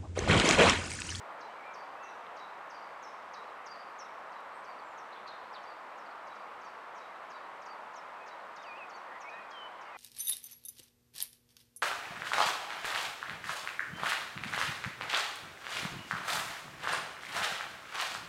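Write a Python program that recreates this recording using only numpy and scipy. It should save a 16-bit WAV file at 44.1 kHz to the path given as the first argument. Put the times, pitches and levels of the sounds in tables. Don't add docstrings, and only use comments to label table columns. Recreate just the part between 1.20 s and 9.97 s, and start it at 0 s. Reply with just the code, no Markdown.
import sys
import numpy as np
from scipy import signal
from scipy.fft import rfft, irfft
from scipy.io import wavfile
from scipy.ndimage import uniform_filter1d

SR = 44100
rng = np.random.default_rng(int(sys.argv[2]) if len(sys.argv) > 2 else 0)


def log_audio(samples):
    frames = np.atleast_2d(samples).T
    limited = np.clip(frames, -1, 1)
    pcm = np.round(limited * 32767).astype(np.int16)
    wavfile.write(sys.argv[1], SR, pcm)


N = 386757


def gain_of(db):
    return 10 ** (np.asarray(db) / 20)


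def unit_rms(x):
    return x / np.sqrt(np.mean(x ** 2) + 1e-20)


def add(mix, start_s, sound):
    part = mix[max(round(start_s * SR), 0):][:len(sound)]
    part += sound[:len(part)]


def wander(count, rate_hz):
    hz = np.fft.rfftfreq(count + SR, 1 / SR)
    spectrum = rfft(rng.standard_normal(count + SR)) * np.exp(-(hz / rate_hz) ** 2)
    return unit_rms(irfft(spectrum))[:count]


def syrinx(rows, waver, waver_hz, edge_s=0.0011):
    times, hz, db = np.transpose(rows)
    t = np.arange(times[0], times[-1], 1 / SR)
    pitch = np.interp(t, times, hz) * (1 + waver * wander(len(t), waver_hz))
    edges = np.clip(np.minimum(t - t[0], t[-1] - t) / edge_s, 0, 1)
    envelope = edges * gain_of(np.interp(t, times, db))
    return np.sqrt(2) * envelope * np.sin(2 * np.pi * np.cumsum(pitch) / SR)


def foliage(x, early_t60, late_t60, late_db, build_s=0.0032, tilt_db_per_octave=0):
    t = np.arange(SR * 2 // 3) / SR
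    near, far = rng.standard_normal((2, len(t)))
    near = near * gain_of(-60 * t / early_t60) * (1 - np.exp(-t / build_s))
    far = far * gain_of(-60 * t / late_t60) * (1 - np.exp(-t / 0.036))
    impulse = unit_rms(near) + gain_of(late_db) * unit_rms(far)
    octaves = np.log2(np.clip(np.fft.rfftfreq(len(t), 1 / SR), 3000, 6000) / 5000)
    response = rfft(impulse / np.linalg.norm(impulse)) * gain_of(tilt_db_per_octave * octaves)
    return signal.fftconvolve(x, irfft(response, len(t)))


def distant_rush(trim_db=0.5, patchy_db=0.26, size=2048, hop=512):
    # f/Hz, relative level/dB
    rush_colour = [(30, -47), (38, -24), (54, -39), (78, -25), (140, -26), (200, -15.5), (245, -18),
                   (300, -14.5), (370, -13), (572, -5), (1030, 0.3), (1270, -2.1), (1600, -8), (2000, -11),
                   (3359, -23.5), (6500, -37.5), (14000, -49)]
    # t/s, overall level/dB, low-mid gain/dB, rumble gain/dB
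    rush_level = [(0, -47, 3, -5), (1, -47, 0.4, -1), (3.3, -47, 0, -.5), (5, -47, -0.2, -3),
                  (7, -47, -0.2, -2), (8.77, -47, -1.5, 1.5)]
    colour_hz, colour_db = np.transpose(rush_colour)
    times, overall_db, low_mid_db, rumble_db = np.transpose(rush_level)
    t = np.arange(N // hop + 5) * hop / SR
    hz = np.fft.rfftfreq(size, 1 / SR)
    real, imaginary, patches = rng.standard_normal((3, len(t), len(hz)))
    patches = uniform_filter1d(patches, size=10, axis=0)
    patches = unit_rms(uniform_filter1d(patches, size=16, axis=1))
    colour = np.interp(np.log(hz + 1), np.log(colour_hz), colour_db) - 30 * (hz < 15)
    low_mids = np.interp(t, times, low_mid_db)[:, None] / (1 + (hz / 750) ** 4)
    rumble = np.interp(t, times, rumble_db)[:, None] / (1 + (hz / 90) ** 2)
    spectra = (real + 1j * imaginary) * gain_of(colour + patchy_db * patches + low_mids + rumble)
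    _, noise = signal.istft(spectra.T, nperseg=size, noverlap=size - hop)
    return unit_rms(noise[:N]) * gain_of(overall_db.mean() + trim_db)


def camera_buzz(level_db=-68, frame_hz=60.052, ring_hz=7900, ring_db=-15, ring_delay_s=0.0038):
    t = np.arange(N) / SR - 0.0105
    frame = np.round(t * frame_hz)
    age = t - frame / frame_hz
    tick = np.exp(-(age / 0.00047) ** 2)
    ring = gain_of(ring_db) * np.exp(-((age - ring_delay_s) / 0.00086) ** 2)
    return gain_of(level_db) * (-1) ** frame * (tick + ring) * np.sin(2 * np.pi * ring_hz * age)


def dry_ticks(log_width=0.22, attack_s=0.0003, decay_s=0.002):
    # t/s, band centre/Hz, level/dB
    ticks = [(1.066, 3200, -53), (3.205, 9500, -69.5)]
    out, t = np.zeros(N), np.arange(SR // 50) / SR
    hz = np.fft.rfftfreq(len(t), 1 / SR)
    for start_s, centre_hz, db in ticks:
        burst = rng.standard_normal(len(t)) * np.exp(-t / decay_s) * (1 - np.exp(-t / attack_s))
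        band = np.exp(-0.5 * (np.log((hz + 1) / centre_hz) / log_width) ** 2)
        snap = irfft(rfft(burst) * band, len(t))
        add(out, start_s, gain_of(db) * snap / snap[:round(decay_s * SR)].std())
    return out


def twittering_birds(trim_db=-4, echo_db=-3, rasp_depth_hz=210, rasp_db=2.5):
    # t/s, length/s, first pitch/Hz, last pitch/Hz, level before trim/dB; the last two are flicks after
    # the warbler's note at 4.77 s
    twitters = [(3.32, .09, 8540, 8060, -68.5), (3.603, 0.14, 7900, 7040, -72),
                (3.917, 0.029, 4010, 3820, -54.5), (3.949, 0.038, 3650, 3290, -56),
                (3.987, .022, 4040, 3500, -59), (4.063, 0.04, 4400, 4020, -48.5),
                (4.088, 0.045, 4080, 3620, -55), (4.12, 0.027, 4100, 3250, -58),
                (4.328, .042, 5780, 3460, -49), (4.37, .026, 3260, 3030, -55),
                (4.855, 0.022, 4900, 4270, -60), (4.899, 0.022, 4750, 4200, -60.5)]
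    out, progress = np.zeros(N), np.linspace(0, 1, 100)
    swell_db = np.interp(progress, [0, 0.44, 1], [-15, 0, -7])
    for start_s, length_s, first_hz, last_hz, db in twitters:
        hz = last_hz + (first_hz - last_hz) * (1 - progress) ** 1.4
        contour = np.transpose([progress * length_s, hz, db + trim_db + swell_db])
        tone = syrinx(contour, waver=rasp_depth_hz / first_hz, waver_hz=453)
        tone *= unit_rms(gain_of(rasp_db * wander(len(tone), rate_hz=160)))
        add(out, start_s, tone)
        add(out, start_s, gain_of(echo_db) * foliage(tone, early_t60=0.15, late_t60=1.0, late_db=-1))
    return out


def whistling_bird(trim_db=-1, echo_db=-12.5, flutter_hz=28.7):
    # t/s, length/s, first pitch/Hz, held pitch/Hz, last pitch/Hz, glide on/s, glide off/s,
    # swell/s, fade/s, huskiness/0-1, flutter depth/dB, level before trim/dB
    whistles = [(.275, 0.061, 2830, 2980, 3200, .024, .021, .035, .02, 0, -2, -62),
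                (.335, 0.16, 2240, 2265, 2520, .035, 0.021, .07, .04, 0.75, 3, -57.5),
                (0.425, .115, 2550, 2355, 2330, .012, 0.017, .055, 0.033, 0, 0.5, -53.5),
                (0.742, .197, 2460, 2715, 2540, 0.057, 0.018, .09, 0.044, 0.03, 0, -58),
                (6.99, 0.07, 2490, 2550, 2490, .024, 0.021, .035, .02, 0, 0, -57.5),
                (7.429, .158, 3750, 2400, 3030, .023, 0.017, 0.084, 0.054, 0, 1.5, -49),
                (7.574, 0.087, 3120, 2450, 2460, 0.026, .02, 0.051, 0.032, 0.1, 0, -47),
                (7.834, 0.16, 1740, 1865, 2085, .047, .035, .07, .02, 0.95, 2, -52),
                (8.033, 0.068, 2260, 2190, 2800, 0.012, .0091, 0.038, .012, 0.06, 1, -47.5),
                (8.005, .27, 2690, 2490, 2410, 0.029, 0.028, .1, .075, 0.13, 3, -54.5),
                (8.105, .108, 1640, 1925, 1950, 0.044, .015, 0.029, .025, 0.2, -2, -51.5),
                (8.306, 0.18, 3370, 2910, 2960, 0.089, .023, 0.065, 0.019, 0.03, .7, -50.5),
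                (8.65, .065, 2840, 2800, 2780, .02, .022, .03, .02, 0.4, 3, -60),
                (8.652, .077, 2170, 2150, 2110, .022, .018, 0.032, .025, 0.37, 1, -56.5),
                (8.717, 0.057, 2800, 2430, 2320, 0.018, .017, 0.026, .012, 0.04, 2, -54.5),
                (8.726, 0.05, 2090, 2010, 1970, .015, 0.019, .02, .012, 0, 0, -55.5)]
    out = np.zeros(N)
    for (start_s, length_s, first_hz, held_hz, last_hz, on_s, off_s,
         swell_s, fade_s, husky, flutter_db, db) in whistles:
        t = np.linspace(0, length_s, 100)
        glide_on = (first_hz - held_hz) * np.exp(-t / on_s)
        glide_off = (last_hz - held_hz) * np.exp((t - length_s) / off_s)
        swell_db = -13.5 * np.maximum(1 - t / swell_s, 0)
        fade_db = -9 * np.maximum(1 - (length_s - t) / fade_s, 0)
        flutter = np.sin(2 * np.pi * (flutter_hz * t + rng.random()))
        level_db = db + trim_db + swell_db + fade_db + flutter_db * flutter
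        contour = np.transpose([t, held_hz + glide_on + glide_off, level_db])
        tone = syrinx(contour, waver=0.003 + 0.045 * husky, waver_hz=220, edge_s=0.006)
        add(out, start_s, tone)
        add(out, start_s, gain_of(echo_db) * foliage(tone, early_t60=0.2, late_t60=1.2, late_db=7))
    return out


def warbler_flicks(length_s=0.0236, fall_ratio=0.87):
    # t/s, first pitch/Hz, level/dB, echo send/dB
    flicks = [(.879, 4030, -64.5, 3), (1.291, 4250, -69, -2), (1.625, 5050, -64, -4), (1.872, 4150, -68, 0),
              (2.275, 4300, -69, 0), (2.596, 5020, -62, 0), (2.844, 4050, -63, -2), (3.583, 4870, -63, -9),
              (6.24, 4300, -69, -8), (7.2, 4300, -72, -5), (7.557, 5150, -70, -5), (8.215, 4300, -69, -3)]
    out = np.zeros(N)
    for start_s, hz, db, echo_db in flicks:
        contour = [(0, hz, db - 7),
                   (length_s / 2, hz * np.sqrt(fall_ratio), db),
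                   (length_s, hz * fall_ratio, db - 7)]
        tone = syrinx(contour, waver=0.0065, waver_hz=200)
        add(out, start_s, tone)
        add(out, start_s, gain_of(echo_db) * foliage(tone, early_t60=0.3, late_t60=0.54, late_db=-6))
    return out


def warbler_note(shape, first_phrase, plunge_db, held_db, bottom_hz, sustain_db=-10):
    plunge_s, held_s, width_s, arch_hz, droop_hz = shape
    top_hz, bend, release = (6820, 0.99, 0.9) if first_phrase else (7120, 0.85, 1.5)
    t = np.linspace(0, held_s + 2 * width_s, 100)
    past_crest = (t - held_s) / width_s
    dive = np.exp(-(t / plunge_s) ** 1.73)
    arch = np.exp(-past_crest ** 2)
    droop = np.maximum(past_crest / 2, 0) ** 3
    hz = bottom_hz + (top_hz - bottom_hz) * dive + bend * (arch_hz * arch - droop_hz * droop)
    plunge = np.exp(-((t / plunge_s - 1) / 0.79) ** 2)
    sustain = gain_of(sustain_db) * np.clip(t / plunge_s, 0, 1) * np.clip(2 * (1 - t / held_s), 0, 1)
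    held = np.where(past_crest < 0, arch, 1 / (1 + release * past_crest ** 2))
    level = np.maximum(gain_of(plunge_db) * np.maximum(plunge, sustain), gain_of(held_db) * held)
    return np.transpose([t, hz, 20 * np.log10(level)])


def warblers(shape, notes, trim_db, wet_db, leaves_db=-5, first_phrase_end_s=4.6):
    # t/s, diffuse send before wet_db/dB, slapback delay/s, slapback gain/dB
    song_echo = [(.2, -8.5, .04, -20), (.53, -5, 0.034, -15), (.83, 2, .05, -3), (1.16, -5, 0.027, -5),
                 (1.5, -1.5, 0.04, -12), (1.82, -1, .035, -13), (2.13, -11, 0.034, -14),
                 (2.46, -7, 0.052, -11), (2.78, -8, .06, -15), (3.44, -4, .04, -17), (4.4, -9, .04, -19),
                 (5.6, -6, 0.035, -17), (6.5, -12, 0.037, -20), (8.77, -9, .04, -22)]
    echo_times, *echo_curves = np.transpose(song_echo)
    out = np.zeros(N)
    for start_s, plunge_db, held_db, bottom_hz in notes:
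        contour = warbler_note(shape, start_s < first_phrase_end_s, plunge_db, held_db, bottom_hz)
        tone = gain_of(trim_db) * syrinx(contour, waver=0.005, waver_hz=130)
        echo_db, slap_s, slap_db = (np.interp(start_s, echo_times, curve) for curve in echo_curves)
        leaves = foliage(tone, early_t60=0.075, late_t60=0.28, late_db=-15,
                         build_s=0.002, tilt_db_per_octave=8)
        trees = foliage(tone, early_t60=0.26, late_t60=0.68, late_db=1,
                        build_s=0.0099, tilt_db_per_octave=-0.5)
        add(out, start_s, tone)
        add(out, start_s + slap_s, gain_of(slap_db) * tone)
        add(out, start_s, gain_of(leaves_db) * leaves + gain_of(echo_db + wet_db) * trees)
    return out


def scene():
    # plunge time/s, crest of the held swell/s, its half width/s, arch and droop at full bend/Hz
    chaff_shape = (.0105, 0.05, 0.0195, 231, 460)
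    chiff_shape = (.0108, .06, 0.0215, 239, 480)
    chee_shape = (.0138, 0.028, 0.015, 28, 170)
    # t/s, plunge level before trim/dB, held level before trim/dB, bottom pitch/Hz
    chaffs = [(0.204, -58, -66, 3850), (1.1636, -60.5, -61, 3700), (2.133, -54, -59, 3720),
              (3.1166, -67, -68, 3740), (4.0746, -61, -61, 3550), (5.068, -64, -65, 3720),
              (5.775, -63, -63, 3715), (6.1097, -64, -63, 3695), (6.7346, -64, -70, 3640),
              (7.074, -59.5, -64, 3720), (7.358, -57.5, -62, 3560), (8.09, -63.5, -67, 3700),
              (8.3036, -59.5, -74, 3740)]
    chiffs = [(0.535, -57.5, -62, 4460), (1.4966, -60, -62, 4530), (2.458, -54.5, -54.5, 4526),
              (3.441, -64, -65, 4420), (4.429, -65, -60.5, 4460), (5.15, -67, -69, 4510),
              (5.4093, -65, -65, 4470), (6.097, -62.5, -65, 4500), (6.4146, -63, -73, 4530),
              (6.4547, -59.5, -60.5, 4470), (7.0586, -65, -74, 4430), (7.42, -62, -62, 4500),
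              (7.693, -60, -59.5, 4350), (8.609, -62.5, -72, 4550)]
    chees = [(.8268, -63, -70, 5640), (1.823, -58, -60, 5280), (2.7838, -54, -54, 5330),
             (3.773, -62, -73, 5430), (4.7738, -66.5, -69, 5230), (5.4404, -66, -69, 5350),
             (5.7464, -67, -69, 5470), (6.753, -58, -63, 5260), (7.752, -67, -70, 5600),
             (8.0023, -59, -63, 5300)]
    song = (warblers(chaff_shape, chaffs, trim_db=-0.6, wet_db=5.5)
            + warblers(chiff_shape, chiffs, trim_db=-1.1, wet_db=2)
            + warblers(chee_shape, chees, trim_db=-0.8, wet_db=0)
            + warbler_flicks())
    far_birds = whistling_bird() + twittering_birds()
    return (song + far_birds + dry_ticks() + distant_rush() + camera_buzz())[None]


def record(dry):
    fade_in = np.clip(np.arange(N) / SR / 0.004, 0, 1)
    low_pass = signal.firwin(511, cutoff=15250, window=("kaiser", 9), fs=SR)
    return signal.oaconvolve(dry * fade_in, low_pass[None], "same")


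dry = scene()
out = record(dry)
log_audio(out)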